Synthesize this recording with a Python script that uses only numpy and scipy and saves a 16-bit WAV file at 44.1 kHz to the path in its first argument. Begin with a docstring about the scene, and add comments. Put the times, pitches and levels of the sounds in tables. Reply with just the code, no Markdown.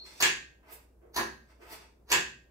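"""A garage: an engine hoist is pumped by hand, about one stroke a second.
At the top of each stroke the loose steel handle scrapes in its socket and clanks home,
ringing the handle tube and the frame. Between clanks the linkage rubs and oil hisses in the valve.
The dry pivot squeaks once; sliding steel whistles once. Mains hum and room air lie underneath."""
import sys
import numpy as np
from scipy import signal
from scipy.fft import rfft, irfft
from scipy.io import wavfile
from scipy.ndimage import uniform_filter1d

SR = 44100
rng = np.random.default_rng(int(sys.argv[2]) if len(sys.argv) > 2 else 0)


def transcribe(signal):
    """Save signal, clipped to [-1, 1], as a 16-bit WAV file at the path in sys.argv[1]."""
    frames = np.atleast_2d(signal).T
    limited = np.clip(frames, -1, 1)
    pcm = np.round(limited * 32767).astype(np.int16)
    wavfile.write(sys.argv[1], SR, pcm)


N = 110250

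# Handle-socket contacts. Each row: peak, rise and decay in seconds, then knock, clang and scrape in dB.
CONTACTS = [(0.204, 0.00062, 0.0031, -53, -62, -48.5), (0.21, 0.0013, 0.0033, -52.5, -53.5, -46),
            (0.2254, 0.0018, 0.0032, -54, -38.5, -52.5), (0.231, 0.0021, 0.0062, -49, -42.5, -54.5),
            (0.244, .001, 0.006, -61, -42.5, -60), (0.251, 0.00068, .005, -55, -47, -62),
            (1.144, .002, 0.038, -63, -69, -62), (1.162, .0006, 0.0082, -51.5, -59.5, -47.5),
            (1.177, 0.0023, 0.0073, -45, -58, -53), (1.198, .002, 0.0038, -50.5, -61.5, -67),
            (2.107, 0.0041, 0.012, -52, -56, -54), (2.1167, .0006, 0.0027, -51, -40.5, -49),
            (2.128, 0.0016, 0.0039, -49.5, -42, -58), (2.146, 0.0013, 0.0047, -48, -44.5, -71)]
# Spectra of frame knock, tube clang and scrape. Each row: frequency in Hz, relative level in dB.
KNOCK_SPECTRUM = [(30, -27), (70, -14), (140, -9.5), (230, -7), (360, -1.5), (500, -1), (600, -3),
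                  (760, 0.5), (1050, 4), (1350, -4.5), (1750, 0), (2600, -16.5), (8000, -42)]
CLANG_SPECTRUM = [(200, -28.5), (1150, -20.5), (1450, -3), (1800, 0), (2100, -0.5), (2700, 3.5),
                  (3500, -3.5), (4600, -6), (5600, -11.5), (6400, -8), (7500, -8.5), (8400, -15.5),
                  (10000, -26), (16000, -31.5)]
SCRAPE_SPECTRUM = [(300, -20.5), (1800, -15.5), (3300, -2.5), (4500, 8), (5400, -0.5), (6500, 3.5),
                   (7500, -16.5), (9000, -3), (10000, -9.5), (11400, -1.5), (12600, -12.5), (13700, -8),
                   (16000, -1.5)]
# Modes: frame below 1.3 kHz, tube above. Each row: frequency in Hz, relative level in dB, T60 in seconds.
MODES = [(68, -19, .6), (125, -20, .6), (168, -20, .55), (228, -13, .45), (339, 0, .27), (382, 0, .34),
         (507, -6, .28), (700, -5, .3), (786, -4, .26), (842, -7, .3), (898, -5, .26), (1022, 1, .21),
         (1067, 1, .23), (1207, -7, .24), (1378, -5, .24), (1583, -3, .5), (1677, 3, .41), (1749, 2, .33),
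         (1844, -1, .46), (1962, -6, .34), (2291, -1, .33), (2445, -5, .3), (2549, 0, .39), (2650, -3, .31),
         (2686, -4, .34), (2756, -4, .3), (2848, -4, .31), (3336, -7, .27), (3365, -7, .27)]
# Impacts as the handle seats. Each row: start in seconds, level in dB.
STRIKES = [(0.2247, -43.5), (0.2312, -49), (2.1192, -46.5), (2.127, -45)]
# Impact spectrum. Each row: frequency in Hz, relative level in dB.
STRIKE_SPECTRUM = [(500, -16), (1600, -8), (2700, 2), (3600, 0), (5500, -4), (6500, 3.5), (7500, 4.5),
                   (8600, -12.5), (11500, -8), (16000, -22.5)]
# Pump slides. Each row: peak, rise and fall in seconds, then rub, oil hiss and grit in dB.
SLIDES = [(0.055, 0.0094, 0.05, -56, -82, -50), (0.12, 0.018, 0.04, -57.5, -78, -55),
          (0.18, 0.016, .02, -60, -72, -48.5), (0.631, .003, 0.022, -58, -83, -87.5),
          (0.691, 0.02, 0.041, -50, -70, -61), (0.726, 0.013, 0.0094, -51, -42.5, -53),
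          (0.81, .02, 0.0177, -72.5, -70, -78), (1.501, 0.02, 0.016, -58, -83, -63.5),
          (1.618, 0.013, 0.067, -52, -70, -62), (1.726, 0.027, 0.013, -43.5, -48.5, -46),
          (1.81, 0.015, 0.028, -54, -80.5, -59)]
# Spectra of rub, oil hiss and grit. Each row: frequency in Hz, relative level in dB.
RUB_SPECTRUM = [(100, -12), (250, -7), (450, -1), (620, -5), (850, 0), (1100, -2), (1700, -5), (2600, -8),
                (4000, -24), (12000, -45)]
HISS_SPECTRUM = [(1000, -21.5), (6000, -14.5), (8700, -3.5), (9700, -8.5), (10800, -1), (11500, -7.5),
                 (12300, -0.5), (13000, -9), (13800, 2), (14500, 0.5), (15500, -7.5)]
GRIT_SPECTRUM = [(500, -9.5), (2000, -6.5), (2550, 0.5), (3100, -11), (3550, 1), (3950, -7.5), (4900, 1),
                 (5300, -4), (5800, -2.5), (6900, -12), (8100, -4.5), (9500, -15), (15000, -20)]
# Dull rubs as the handle lifts. Each row: peak, rise and fall in seconds, level in dB.
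SHUFFLES = [(0.01, .01, 0.029, -56), (1.018, 0.0085, .09, -56), (1.595, 0.005, 0.037, -52)]
# Their spectrum. Each row: frequency in Hz, relative level in dB.
SHUFFLE_SPECTRUM = [(150, -16), (280, -10), (380, 5.5), (500, 2.5), (700, -10), (1100, -11.5), (2200, -24),
                    (4000, -43)]
# Pivot squeak contour. Each row: time in seconds, pitch in Hz, level in dB.
SQUEAK_CONTOUR = [(0, 4270, -44), (.012, 4200, -46), (.028, 4320, -47.5), (0.043, 4190, -54),
                  (.056, 4290, -66), (.08, 4200, -63.5), (.09, 4200, -86.5)]
# Garage decay. Each row: frequency in Hz, T60 in seconds.
ROOM_T60 = [(80, .8), (250, 0.59), (700, 0.26), (1800, .41), (4000, 0.37), (7500, 0.36), (11000, .26),
            (16000, 0.14)]
# Stereo balance of the hoist. Each row: frequency in Hz, left minus right in dB.
BALANCE = [(300, -0.5), (1000, -1), (4000, -1.4), (8000, -1), (12000, -5.5)]
# Room air spectrum. 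Each row: frequency in Hz, relative level in dB.
AIR_SPECTRUM = [(20, -11), (45, 7.5), (80, 6), (160, -2.5), (380, 1.5), (700, -7), (1500, -19.5),
                (3000, -32), (8000, -30), (16000, -28.5)]

COHERENT_BELOW_HZ, TOP_HZ = 380, 15700


def handle_contacts(knock_direct_db=-5, clang_direct_db=-11.5, scrape_direct_db=-3):
    """The handle grinds in its socket: frame knock, tube clang, scrape and the ringing they excite."""
    power = 0
    for peak_s, rise_s, decay_s, *levels_db in CONTACTS:
        pulse = swell(peak_s, rise_s, decay_s) / (rise_s + decay_s)
        power = power + undb(levels_db)[:, None] ** 2 * pulse
    knock_power, clang_power, scrape_power = power
    knock = garage(friction(knock_power, KNOCK_SPECTRUM), knock_direct_db)
    clang = garage(friction(clang_power, CLANG_SPECTRUM), clang_direct_db)
    scrape = garage(friction(scrape_power, SCRAPE_SPECTRUM), scrape_direct_db)
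    return knock + clang + scrape + steel_ring(knock_power, clang_power)


def steel_ring(knock_power, clang_power, knock_db=5, clang_db=3.5, build_cycles=5.1, wander_rad=.1):
    """Modes store contact energy and decay. Knocks feed the low modes, clangs the high ones."""
    knock_below_hz, clang_above_hz = 1900, 1400
    t, out = np.arange(N) / SR, 0
    for hz, db, t60_s in MODES:
        knock_feed = knock_power * undb(knock_db) ** 2 / (1 + (hz / knock_below_hz) ** 10)
        clang_feed = clang_power * undb(clang_db) ** 2 / (1 + (clang_above_hz / hz) ** 10)
        build_pole = np.exp(-hz / (build_cycles * SR))
        decay_pole = np.exp(-2 * np.log(1000) / (t60_s * SR))
        feed = signal.lfilter([1 - build_pole], [1, -build_pole], knock_feed + clang_feed + 1e-18)
        energy = signal.lfilter([1 / SR], [1, -decay_pole], feed)
        # High modes arrive out of step left and right.
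        spread_rad = min(hz / COHERENT_BELOW_HZ / 2, 1) * rng.choice([-1, 1]) * np.pi / 4
        phase_rad = 2 * np.pi * (hz * t + rng.random()) + wander_rad * drift(30)
        tone = np.sin(phase_rad + np.array([[spread_rad], [-spread_rad]]))
        out = out + undb(db) * np.sqrt(2 * energy) * tone
    return out


def seating_strikes(decay_s=.00056):
    """Steel hits steel as the handle seats: short, bright cracks."""
    power = sum(undb(db) ** 2 * swell(start_s, 1 / SR, decay_s) / decay_s for start_s, db in STRIKES)
    return colour(np.sqrt(power) * rng.choice([-1, 1], N), STRIKE_SPECTRUM)


def pump():
    """The linkage rubs and oil hisses through the valve in soft swells."""
    power = 0
    for peak_s, rise_s, fall_s, *levels_db in SLIDES:
        power = power + (undb(levels_db)[:, None] * swell(peak_s, rise_s, fall_s)) ** 2
    spectra = RUB_SPECTRUM, HISS_SPECTRUM, GRIT_SPECTRUM
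    return sum(friction(part, spectrum) for part, spectrum in zip(power, spectra))


def handle_shuffle():
    """Soft, dull rubbing as the handle lifts."""
    gain = sum(undb(db) * swell(peak_s, rise_s, fall_s) for peak_s, rise_s, fall_s, db in SHUFFLES)
    return friction(gain ** 2, SHUFFLE_SPECTRUM)


def pivot_squeak(wobble_ratio=.014, flutter_db=4):
    """Dry steel at the pivot: a thin tone, unsteady in pitch and level."""
    t = np.arange(N) / SR
    times_s, hz, db = np.array(SQUEAK_CONTOUR).T
    pitch_hz = np.interp(t, times_s, hz) * (1 + wobble_ratio * drift(400))
    gain = undb(np.interp(t, times_s, db) + flutter_db * drift(200)) * (t < times_s[-1])
    return gain * np.sin(2 * np.pi * np.cumsum(pitch_hz) / SR)


def steel_whistle(centre_hz=13680, wobble_ratio=.004, level_db=-46):
    """Steel slides on steel in the second stroke: a brief, very high tone."""
    pitch_hz = centre_hz * (1 + wobble_ratio * drift(300))
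    gain = undb(level_db) * swell(peak_s=1.163, rise_s=.012, fall_s=.03)
    return gain * np.sin(2 * np.pi * np.cumsum(pitch_hz) / SR)


def friction(power, spectrum, clicks_per_s=4000, scatter_db=5.5):
    """Stick-slip: dense clicks of uneven size under a power envelope, filtered to a spectrum."""
    clicks = (rng.random(N) < clicks_per_s / SR) * rng.choice([-1, 1], N)
    clicks = clicks * undb(scatter_db * rng.standard_normal(N))
    return colour(np.sqrt(power) * clicks / np.std(clicks), spectrum)


def garage(x, direct_db, bands=12, build_s=.001, left_lag_s=.00016):
    """Direct sound plus a diffuse tail that dies sooner in the treble."""
    t, hz = np.arange(SR) / SR, np.fft.rfftfreq(SR, 1 / SR)
    centres_hz = np.geomspace(100, TOP_HZ, bands)
    noise_spectrum, response = rfft(diffuse_noise(SR)), 0
    for centre_hz, weights in zip(centres_hz, np.eye(bands)):
        band = irfft(noise_spectrum * lookup(list(zip(centres_hz, weights)), hz), SR)
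        fade = np.exp(-np.log(1000) * t / lookup(ROOM_T60, centre_hz)) * (1 - np.exp(-t / build_s))
        response = response + band * fade / np.linalg.norm(fade)
    response[0, int(left_lag_s * SR)] += undb(direct_db)
    response[1, 0] += undb(direct_db)
    return signal.fftconvolve(x[None], response, axes=1)[:, :N]


def mains_hum(hz=59.7, rms_db=-64.5, waver_db=1.2):
    """A low mains tone, slowly wavering in level."""
    gain = np.sqrt(2) * undb(rms_db + waver_db * drift(2.7))
    return gain * np.sin(2 * np.pi * hz * np.arange(N) / SR)


def room_air(rms_db=-66):
    """Still room air: steady, dark, diffuse noise."""
    return undb(rms_db) * np.array([colour(channel, AIR_SPECTRUM) for channel in diffuse_noise(N)])


def diffuse_noise(n):
    """Noise from all sides: left and right alike in the bass, unrelated in the treble."""
    coherence = 1 / (1 + (np.fft.rfftfreq(n, 1 / SR) / COHERENT_BELOW_HZ) ** 2)
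    mid, side = rfft(rng.standard_normal((2, n)))
    mid, side = mid * np.sqrt((1 + coherence) / 2), side * np.sqrt((1 - coherence) / 2)
    return irfft(np.array([mid + side, mid - side]), n)


def colour(x, spectrum, taps=4096):
    """Minimum-phase filter of unit energy with the given spectrum."""
    gain = undb(lookup(spectrum, np.fft.rfftfreq(taps, 1 / SR)))
    cepstrum = irfft(np.log(gain))
    cepstrum[1:taps // 2] *= 2
    cepstrum[taps // 2 + 1:] = 0
    response = irfft(np.exp(rfft(cepstrum)))
    return signal.fftconvolve(x, response / np.linalg.norm(response))[:N]


def swell(peak_s, rise_s, fall_s):
    """Exponential rise to 1, then exponential fall."""
    t = np.arange(N) / SR
    return np.exp(-np.maximum((peak_s - t) / rise_s, (t - peak_s) / fall_s))


def drift(rate_hz):
    """Smooth random curve, standard deviation near 1."""
    hold = max(int(SR / rate_hz), 1)
    steps = np.repeat(rng.standard_normal(N // hold + 1), hold)
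    return np.sqrt(2) * uniform_filter1d(uniform_filter1d(steps, hold), hold)[:N]


def lookup(table, hz):
    """Interpolate a table on a log-frequency axis."""
    table_hz, values = np.array(table, float).T
    return np.interp(np.log(np.maximum(hz, 1)), np.log(table_hz), values)


def undb(db):
    """Decibels to gain."""
    return 10 ** (np.asarray(db) / 20)


def scene():
    """The hoist in the garage, its treble a little to the right, over hum and air."""
    hoist = handle_contacts() + garage(seating_strikes(), direct_db=-1.5)
    hoist += garage(pump() + handle_shuffle() + steel_whistle(), direct_db=-10)
    hoist += garage(pivot_squeak(), direct_db=-1)
    balance_db = lookup(BALANCE, np.fft.rfftfreq(2 * N, 1 / SR))
    channel_gains = undb(np.array([balance_db, -balance_db]) / 2)
    panned = irfft(rfft(hoist, 2 * N) * channel_gains)[:, :N]
    return panned + mains_hum() + room_air()


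def record(dry):
    """Steep low-pass at TOP_HZ."""
    return signal.sosfilt(signal.ellip(10, .2, 70, TOP_HZ, fs=SR, output="sos"), dry)


dry = scene()
out = record(dry)
transcribe(out)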